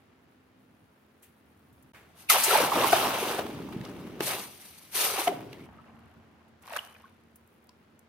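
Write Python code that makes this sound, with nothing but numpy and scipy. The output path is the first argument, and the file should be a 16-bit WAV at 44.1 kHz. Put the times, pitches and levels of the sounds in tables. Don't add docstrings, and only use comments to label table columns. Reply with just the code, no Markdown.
import sys
import numpy as np
from scipy import signal
from scipy.fft import rfft, irfft, next_fast_len
from scipy.io import wavfile
from scipy.ndimage import uniform_filter1d, map_coordinates

SR = 44100
rng = np.random.default_rng(int(sys.argv[2]) if len(sys.argv) > 2 else 0)


def master(y):
    cut = np.clip(np.atleast_2d(y).T, -1, 1)
    pcm = np.round(cut * 32767)
    wavfile.write(sys.argv[1], SR, pcm.astype(np.int16))


def ratio_of_db(decibels):
    return 10 ** (np.asarray(decibels, float) / 20)


N = 356328

# time_s, vigour_db, depth (0 in the air, 1 sunk)
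APPROACH = [(1.935, -56.5, 0.62), (2.03, -64, .5), (2.14, -68, 0.32), (2.209, -52.5, .06),
            (2.279, -62.5, .2), (2.285, -64.5, 0.022)]
FIRST_DIP = [(2.289, -44.5, .1), (2.301, -24, .12), (2.41, -30.5, 0.053), (2.511, -24.5, 0.24),
             (2.622, -24, 0.41), (2.706, -34.5, 0.34), (2.76, -25, .5), (2.85, -24.5, 0.46),
             (2.912, -31, 0.22)]
SINKING = [(2.965, -27, 0.34), (3.086, -27.5, .5), (3.224, -33, 0.32), (3.3, -30, 0.44),
           (3.384, -37.5, 0.34), (3.43, -43, 0.72), (3.69, -42.5, 0.98), (4.201, -47, 0.91)]
RAISED = [(4.226, -39, 0.14), (4.292, -30, 0.085), (4.334, -33.5, 0.21), (4.506, -52, .1),
          (4.656, -52.5, .02), (4.9, -58, 0.09)]
SECOND_DIP = [(4.91, -56, .02), (4.954, -29.5, 0.013), (5.046, -26.5, 0.061), (5.12, -35.5, 0.15),
              (5.192, -32.5, 0.28), (5.255, -38, 0.12), (5.31, -44, .65), (5.4, -46, 0.91),
              (5.659, -54.5, 0.82)]
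# time_s, vigour_gain_db, depth_gain, fade_s
FILM_BURSTS = [
    (2.302, 7.5, -.04, 0.02),
    (2.348, 3.5, .25, 0.039),
    (2.932, 11.5, 0.16, 0.013),
    (3.394, 10, 0.26, .015),
    (3.728, 4.5, -0.028, 0.015),
    (3.842, 0, -.14, .1),
    (4.211, 12, 0.15, 0.0085),
    (5.279, 17.5, 0.25, 0.011),
]
BURST_RISE_S = 0.0075
# steam_db, sizzle_db, bubbling_db, gurgle_db
LAYERS_BY_DEPTH = [
    (0.5, -7.5, -12, -31.5),
    (-2, -4.5, 0.5, -26),
    (-12.5, -9, -0.5, -14.5),
    (-15, -8.5, 0, -1),
    (-27.5, -17.5, -8, -2.5),
]
BUBBLE_HZ, SINK_OCTAVES = 1000, 1.2
GURGLE_LAG_S, GURGLE_AT_ONCE = 0.075, 0.3
FRESH_FILMS = (2.289,)
FRESH_OCTAVES, GROWTH_S, FRESH_QUIET_DB = 1.3, 0.032, 14
COOLING_OCTAVES_PER_S = 0.12

# time_s, peak_db, pitch_hz, pitch_change (per length)
POCKETS = [(2.301, -16, 1300, -0.42), (2.346, -28.5, 690, 0.29), (2.507, -17.5, 1354, -.081),
           (2.551, -12, 870, 0.015), (2.579, -18, 625, -0.33), (2.718, -18, 1095, -0.61),
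           (2.762, -25, 600, -0.6), (2.823, -23, 990, -0.16), (2.838, -16.5, 1075, -0.41),
           (2.929, -8, 734, -0.35), (2.967, -28.5, 369, -.26), (2.63, -24.5, 300, -.2),
           (3.225, -24.5, 415, -.4), (5.03, -35, 370, -.2), (5.135, -32, 428, -.3), (5.19, -31.5, 340, -.1),
           (3.385, -27.5, 710, -0.44), (3.45, -28, 323, -0.31), (3.601, -30.5, 401, -0.82),
           (5.183, -29.5, 802, -.47), (5.273, -13, 717, -0.1), (5.317, -26, 680, -0.7),
           (5.385, -40, 708, 0.015), (2.479, -25, 401.5, -0.19), (2.314, -28, 845, -.6),
           (2.335, -29, 430, -.3)]
POCKET_S = 0.005
# time_s, peak_db, pitch_hz
GULPS = [(3.569, -31.5, 153), (3.712, -34, 303), (3.761, -21.5, 185), (3.804, -23.5, 148),
         (3.946, -34, 185), (3.996, -39, 214), (4.167, -34, 382), (5.507, -41, 119.3), (5.569, -44, 242),
         (5.606, -38, 203)]
GULP_S, GULP_GLIDE = 0.0026, -0.33
# crest_s, peak_db, pitch_hz, length_s, pitch_change (per length)
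CHIRPS = [(2.2932, -24.5, 2330, 0.0033, -0.79), (2.3043, -18.5, 2090, 0.0055, -0.12),
          (2.9287, -20, 1480, 0.0056, -0.062), (4.209, -22, 400, 0.0034, -0.62),
          (5.2825, -29.5, 2110, .004, -0.077), (5.294, -26.5, 402, .008, -.1),
          (6.7665, -27.5, 1674, 0.0041, 0.45), (6.791, -22, 2980, .0014, -.1)]
# time_s, level_db, pitch_hz
SQUEAL = [(5.53, -64, 2000), (5.58, -58, 2050), (5.6, -59, 2100), (5.63, -58.5, 2450), (5.66, -62, 2500)]

# time_s, stir_db
GROPE = [(5.66, -53), (5.68, -56.5), (6.05, -59), (6.5, -68.5), (6.59, -71.5)]
SPLASH = [(6.6, -79), (6.63, -60.5), (6.674, -52.5), (6.741, -42), (6.768, -32), (6.781, -45),
          (6.842, -52.5), (7.0, -61), (7.38, -86)]
SPRAY_UNDER_DB, SPRAY_OUT_DB = -23, -8
# start_s, peak_db, pitch_hz, t60_s, pitch_rise (per t60)
DRIPS = [(6.87, -62, 3030, 0.64, -0.066), (5.285, -32, 714, 0.29, .01), (3.862, -36, 1163, 0.019, 0.21),
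         (5.787, -45, 1260, 0.064, 0.16), (6.678, -32, 1060, 0.019, 0.28),
         (6.707, -31.5, 974, 0.034, -0.48), (6.721, -33, 675, 0.064, 0.085),
         (6.739, -36.5, 566, 0.11, 0.42), (6.762, -36, 1081, 0.032, 0.048), (6.952, -43, 2420, 0.025, .05),
         (7.041, -41, 1103, 0.052, -0.078), (7.055, -45, 1480, 0.038, .1),
         (7.692, -54.5, 1000, 0.066, 0.038)]
# start_s, peak_db, push_s
POPS = [
    (4.2068, -14, 0.00051),
    (6.678, -35.5, 0.00015),
    (6.764, -29.5, 0.00013),
    (3.8127, -40.5, .0003),
]
# start_s, peak_db, centre_hz, t60_s, rise_s
TICKS = [(1.222, -53.5, 10520, 0.17, .006), (1.725, -63, 11070, 0.066, .005),
         (1.824, -56.5, 10520, 0.043, .003), (2.434, -13.5, 8440, 0.088, 0.0087),
         (3.722, -45, 2200, 0.054, .003), (3.812, -41, 2480, 0.02, 0.00089),
         (3.85, -40, 3600, 0.027, 0.0018), (4.067, -50, 2000, 0.06, 0.0013),
         (4.206, -26, 2438, .015, .0003), (5.529, -40.5, 2680, 0.024, 0.00065),
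         (6.622, -54, 9010, 0.038, .001), (6.677, -48, 4000, 0.014, 0.00051),
         (6.728, -41.5, 8500, 0.022, .001), (6.764, -35.5, 7115, 0.021, 0.0016),
         (6.862, -55, 10000, .015, .001), (7.357, -49.5, 11620, 0.038, .001),
         (7.475, -56.5, 11460, .012, 0.00039), (7.642, -58.5, 12500, .012, .0005),
         (7.67, -54.5, 13500, .012, .0005), (7.692, -47, 4800, .012, .0004),
         (7.992, -51, 9950, 0.014, 0.00044)]
# start_s, peak_db, centre_hz, t60_s
FLICKS = [(1.228, -62.5, 2200, 0.27), (1.944, -54, 1700, .45), (5.655, -64, 8880, .04),
          (6.178, -75.5, 10000, .04), (6.48, -69.5, 9000, 0.066)]
FLICK_RISE_S = 0.002

# frequency_hz, level_db (per Hz)
STEAM_COLOUR = [(2060, -25), (3500, -3), (4540, -1), (4930, -4.5), (6470, -2), (7200, -8.5), (9280, 1.5),
                (11300, -1.5), (12300, 0.5), (15200, -5), (15900, -29)]
SIZZLE_COLOUR = [(760, -25), (1300, -3), (1440, -11.5), (1600, -6), (1910, -6), (2430, -5), (6000, -14),
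                 (7800, -37), (13200, -120)]
FROTH_COLOUR = [(250, -38), (400, -13), (800, 2.5), (1500, -3.5), (2400, -22.5)]
GURGLE_COLOUR = [(24, -48.5), (40, -17), (146, -7), (311, -3), (337, -6.5), (399, -4.5), (489, -19),
                 (600, -15), (780, -44), (1320, -120)]
TRICKLE_COLOUR = [(210, -57), (350, -35), (642, -1), (1230, -1.5), (1640, -2.5), (3010, -7), (6000, -22.5),
                  (7800, -56.5), (13200, -120)]
AIR_COLOUR = [(180, -37), (300, -3.5), (472, -8.5), (542, -10), (1400, -13.5), (2740, -20), (8000, -36.5),
              (10400, -75.5), (17600, -120)]
FIZZ_COLOUR = [(4500, -29.5), (6500, -8.5), (7600, -12), (9400, -0.5), (12400, -3), (15900, -2.5)]
TRAFFIC_COLOUR = [(15, -76), (25, -38), (43, -33), (51, -16), (62, -5.5), (86, 1), (129, -3.5), (188, -3.5),
                  (233, -3), (365, -15.5), (500, -17.5), (650, -51.5), (1100, -120)]

# frequency_hz, t60_s
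WALLS = [(200, 0.88), (2000, 0.39), (10000, 0.36)]
# pitch_hz, level_db (over the rumble), start_s, end_s
HUM = [(81.5, -7, 1, 9.1), (259, -5.5, 0, 1.92), (214, -6, 0.7, 1.7), (228, -3.5, 5.5, 8.1)]
# time_s, level_db
RUMBLE_LEVEL = [(0, 2.5), (1.3, -1.5), (1.5, 0.5), (1.92, 4), (1.94, 3), (5.66, 1.5), (5.7, 9),
                (6.05, 8.5), (6.6, 1), (7.5, 0), (8.08, 1)]
# time_s, level_db
COOLING = [(0, -79.5), (1.15, -76.5), (1.3, -73), (1.5, -76), (1.92, -73.5), (1.94, -81), (7.3, -81.5),
           (7.5, -75.5), (8.08, -83)]
RUMBLE_DB, AIR_DB, AIR_FOLLOWS = -63.5, -65, 0.25

# frequency_hz, left_minus_right_db
PORTS = [(60, -1), (130, 0), (290, 0.5), (640, -1.5), (1410, -0.5), (3100, 1.5), (6820, 2.5), (15000, 2)]
# frequency_hz, likeness (1 the same)
NEAR_ALIKE = [(60, 1), (290, 1), (640, 0.89), (1650, 0.56), (4970, 0.25), (15000, -0.14)]
YARD_ALIKE = [(60, 1), (290, 0.73), (950, 0.18), (15000, 0.062)]
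# start_s, end_s
JOIN = (1.921, 1.933)
TOP_HZ = 15900


def unit(x):
    return x / np.sqrt(np.mean(x ** 2) + 1e-20)


def along(points, hz):
    f, v = np.transpose(points)
    return np.interp(np.log(hz + 1), np.log(f + 1), v)


def curves(rows):
    s, *cols = np.transpose(rows)
    return [np.interp(np.arange(N) / SR, s, c, left=-120, right=-120) for c in cols]


def wobble(rate):
    knots = rng.standard_normal(int(N * rate / SR) + 4)
    return map_coordinates(knots, [np.arange(N) * rate / SR])


def filtered(x, response):
    m = next_fast_len(N + 8192)
    return irfft(rfft(x, m) * response(np.fft.rfftfreq(m, 1 / SR)), m)[..., :N]


def rush(colour, patchy_db, spiky_db):
    z = signal.stft(rng.standard_normal((2, N)), nperseg=512)[2]
    field = rng.standard_normal(z.shape[1:])
    for axis in (0, 1):
        field = uniform_filter1d(field, size=6, axis=axis)
    pair = signal.istft(z * ratio_of_db(patchy_db * unit(field)), nperseg=512)[1][:, :N]
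    grainy = pair * ratio_of_db(spiky_db * wobble(400))
    return unit(filtered(grainy, lambda hz: ratio_of_db(along(colour, hz))))


def blips(s, db, hz, life, glide, swell, size):
    s, db, hz, life, glide, swell = (np.asarray(v)[:, None] for v in (s, db, hz, life, glide, swell))
    u = np.arange(size) / SR / life - 2
    shape = np.where(u < 0, np.exp(-1.4 * u * u), np.exp(-0.8 * np.abs(u)))
    cycles = hz * life * (u + glide * np.log(np.cosh(u / 2)))
    wave = ratio_of_db(db) * shape * np.sin(2 * np.pi * cycles)
    at = np.round((s + swell - 2 * life) * SR).astype(int) + np.arange(size)
    return np.bincount(np.clip(at, 0, N).ravel(), wave.ravel(), N + 1)[:N]


def swarm(pitch_hz, spread, cycles, glide, span, count, size):
    when = rng.uniform(*span, count)
    tune, big = rng.standard_normal((2, count))
    hz = pitch_hz[(when * SR).astype(int)] * np.exp(spread * np.clip(tune, -1.6, 1.7))
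    crowd = blips(when, 2.1 * big, hz, cycles / hz, np.full(count, glide), 0 * hz, size=size)
    return unit(crowd) * np.sqrt((span[1] - span[0]) * SR / N)


def twin(x):
    knots = np.cumsum(rng.standard_normal(200))
    places = np.linspace(0, SR / 2, len(knots))
    return np.array([x, filtered(x, lambda hz: np.exp(1.5j * np.interp(hz, places, knots)))])


def boiling():
    steam_db, sizzle_db, bubble_db, gurgle_db, pitch_hz = handling()
    dips = (1.9, 5.7)  # start_s, end_s
    surge = wobble(28)
    steam = ratio_of_db(steam_db + 0.37 * surge + 1.8 * wobble(76)) * rush(STEAM_COLOUR, patchy_db=1.5, spiky_db=1.0)
    sizzle = ratio_of_db(sizzle_db + 0.42 * surge)
    bubbling = ratio_of_db(bubble_db - 1.5 + 0.59 * surge)
    gurgle = ratio_of_db(gurgle_db + 1.93)

    noise = 0.95 * sizzle * rush(SIZZLE_COLOUR, patchy_db=2.1, spiky_db=2.0)
    noise += 0.81 * bubbling * rush(FROTH_COLOUR, patchy_db=1.0, spiky_db=3.5)
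    noise += 0.91 * gurgle * rush(GURGLE_COLOUR, patchy_db=2.0, spiky_db=-0.7)

    crackle = swarm(np.full(N, 2800.), spread=0.21, cycles=1.5, glide=-0.1, span=dips, count=5000, size=128)
    crowd = swarm(np.clip(pitch_hz, 300, 2600), spread=0.4, cycles=2.2, glide=-0.32, span=dips,
                  count=2400, size=700)
    lumps = swarm(np.full(N, 210.), spread=0.35, cycles=1.3, glide=-0.3, span=dips, count=600, size=1800)
    bubbles = 0.82 * sizzle * crackle + 0.77 * bubbling * crowd + 0.44 * gurgle * lumps
    return steam + noise + twin(bubbles + pockets())


def handling():
    vigour_db, depth = curves(APPROACH + FIRST_DIP + SINKING + RAISED + SECOND_DIP)
    t = np.arange(N) / SR
    for s, gain_db, deeper, fade in FILM_BURSTS:
        u = t - s
        burst = np.exp(-np.where(u < 0, (u / BURST_RISE_S) ** 2, u / fade))
        vigour_db = vigour_db + gain_db * burst
        depth = depth + deeper * burst
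    depth = np.clip(depth, 0, 1)
    steps = np.linspace(0, 1, len(LAYERS_BY_DEPTH))
    levels = [vigour_db + np.interp(depth, steps, db) for db in np.transpose(LAYERS_BY_DEPTH)]

    keep, power = np.exp(-1 / (GURGLE_LAG_S * SR)), ratio_of_db(levels[3]) ** 2
    lagging = signal.lfilter([1 - keep], [1, -keep], power) * (vigour_db > -100)
    levels[3] = 10 * np.log10(GURGLE_AT_ONCE * power + lagging)

    fresh = sum((t > s) * np.exp(-np.abs(t - s) / GROWTH_S) for s in FRESH_FILMS)
    levels[2:] = [db - FRESH_QUIET_DB * fresh ** 2 for db in levels[2:]]
    cooled = COOLING_OCTAVES_PER_S * (t - FRESH_FILMS[0])
    octaves = FRESH_OCTAVES * fresh - cooled - SINK_OCTAVES * depth + 0.15 * wobble(8)
    return *levels, BUBBLE_HZ * 2 ** octaves


def pockets():
    rows = [(s, db, hz, POCKET_S, glide, POCKET_S) for s, db, hz, glide in POCKETS]
    rows += [(s, db, hz, GULP_S, GULP_GLIDE, POCKET_S) for s, db, hz in GULPS]
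    rows += [(*row, 0) for row in CHIRPS]
    db, hz = curves(SQUEAL)
    cycles = np.cumsum(hz * (1 + 0.07 * wobble(300))) / SR
    squeal = ratio_of_db(db + 5 * wobble(150)) * np.sin(2 * np.pi * cycles)
    return blips(*np.transpose(rows), size=4000) + squeal


def lifting():
    trickle_db, = curves(GROPE + SPLASH)
    sunk = np.arange(N) < SPLASH[0][0] * SR
    spray_db = trickle_db + np.where(sunk, SPRAY_UNDER_DB, SPRAY_OUT_DB)
    spray = ratio_of_db(spray_db) * rush(STEAM_COLOUR, patchy_db=1.0, spiky_db=6.5)
    trickle = ratio_of_db(trickle_db - 0.5)
    small = swarm(np.full(N, 1200.), spread=0.5, cycles=5.5, glide=0.48, span=(5.6, 7.4), count=900, size=900)
    sheet = rush(TRICKLE_COLOUR, patchy_db=-2.1, spiky_db=4.5)
    muffled = filtered(sheet, lambda hz: 1.2 / (1 + (hz / 1500) ** 2))
    sheet = np.where(sunk, muffled, sheet)
    return spray + 0.9 * trickle * sheet + twin(0.5 * trickle * small + drops())


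def drops():
    out, t = np.zeros(N + SR), np.arange(SR // 3) / SR
    for s, db, hz, t60, rise in DRIPS:
        ring = np.sin(2 * np.pi * hz * (t + rise * t * t / t60 / 2)) * (1 - np.exp(-t / 0.00092))
        out[round(s * SR):][:len(t)] += ratio_of_db(db - 60 * t / t60) * ring
    for s, db, push in POPS:
        out[round(s * SR):][:len(t)] += ratio_of_db(db) * (1 - t / push) * np.exp(-t / push)
    return out[:N]


def ticks():
    out, t = np.zeros((2, N + SR)), np.arange(8192) / SR
    hz = np.fft.rfftfreq(len(t), 1 / SR) + 1
    for s, db, centre_hz, t60, rise in TICKS + [(*row, FLICK_RISE_S) for row in FLICKS]:
        band = ratio_of_db(-14 * np.log2(hz / centre_hz) ** 2)
        skirt = ratio_of_db(-18.5) * hz ** 2 / (hz ** 2 + 2000 ** 2)
        noise = unit(irfft(rfft(rng.standard_normal((2, len(t)))) * (band + skirt)))
        shape = ratio_of_db(db + 2.5 - 60 * t / t60) * (1 - np.exp(-t / rise))
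        out[:, round(s * SR):][:, :len(t)] += shape * noise
    return out[:, :N]


def ports(pair, alike, lag_s):
    turn = lambda hz: np.arccos(np.clip(along(alike, hz), -1, 1)) / 2
    mid, side = filtered(pair, lambda hz: np.array([np.cos(turn(hz)), np.sin(turn(hz))]))
    sign = np.array([[1], [-1]])
    return filtered(mid + sign * side, lambda hz: ratio_of_db(sign * along(PORTS, hz) / 2)
                    * np.exp(-1j * np.pi * hz * sign * lag_s))


def walls(x):
    hz, t, z = signal.stft(rng.standard_normal((2, SR // 2)), SR, nperseg=256)
    fade = ratio_of_db(-60 * t / along(WALLS, hz)[:, None])
    tail = signal.istft(z * fade, SR, nperseg=256)[1]
    late = np.pad(x, (400, 0))[None]
    return signal.fftconvolve(late, tail / np.linalg.norm(tail[0]), axes=1)[:, :N]


def yard():
    (change_db,), (crackle_db,) = curves(RUMBLE_LEVEL), curves(COOLING)
    rumble_db, air_db = RUMBLE_DB + change_db, AIR_DB + AIR_FOLLOWS * change_db
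    air = ratio_of_db(air_db + 0.28 * wobble(1.8)) * rush(AIR_COLOUR, patchy_db=0.2, spiky_db=1.15)
    fizz = ratio_of_db(crackle_db + 1.5 * wobble(25)) * rush(FIZZ_COLOUR, patchy_db=1.2, spiky_db=2.5)
    rumble = ratio_of_db(rumble_db - 1.5) * rush(TRAFFIC_COLOUR, patchy_db=-1.8, spiky_db=1.0)
    t, hum = np.arange(N) / SR, np.zeros(N)
    for hz, db, on, off in HUM:
        level = (t > on) * (t < off) * ratio_of_db(db + 1.6 * wobble(11))
        hum += level * np.sin(2 * np.pi * np.cumsum(hz + 2.1 * wobble(12)) / SR)
    return ports(air + fizz + rumble, YARD_ALIKE, lag_s=0) + ratio_of_db(rumble_db) * hum


def scene():
    near = boiling() + lifting() + ticks()
    return ports(near, NEAR_ALIKE, lag_s=4e-5) + ratio_of_db(-15.5) * walls(near[0]) + yard()


def low_pass(x):
    return signal.sosfilt(signal.butter(12, 16860, fs=SR, output="sos"), x)


def record(dry):
    t = np.arange(N) / SR
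    gate = np.clip(np.maximum(JOIN[0] - t, t - JOIN[1]) / 0.002, 0.02, 1)
    band = filtered(dry * gate, lambda hz: (hz < TOP_HZ) * hz ** 2 / (hz ** 2 + 45 ** 2))
    return low_pass(band)


dry = scene()
out = record(dry)
master(out)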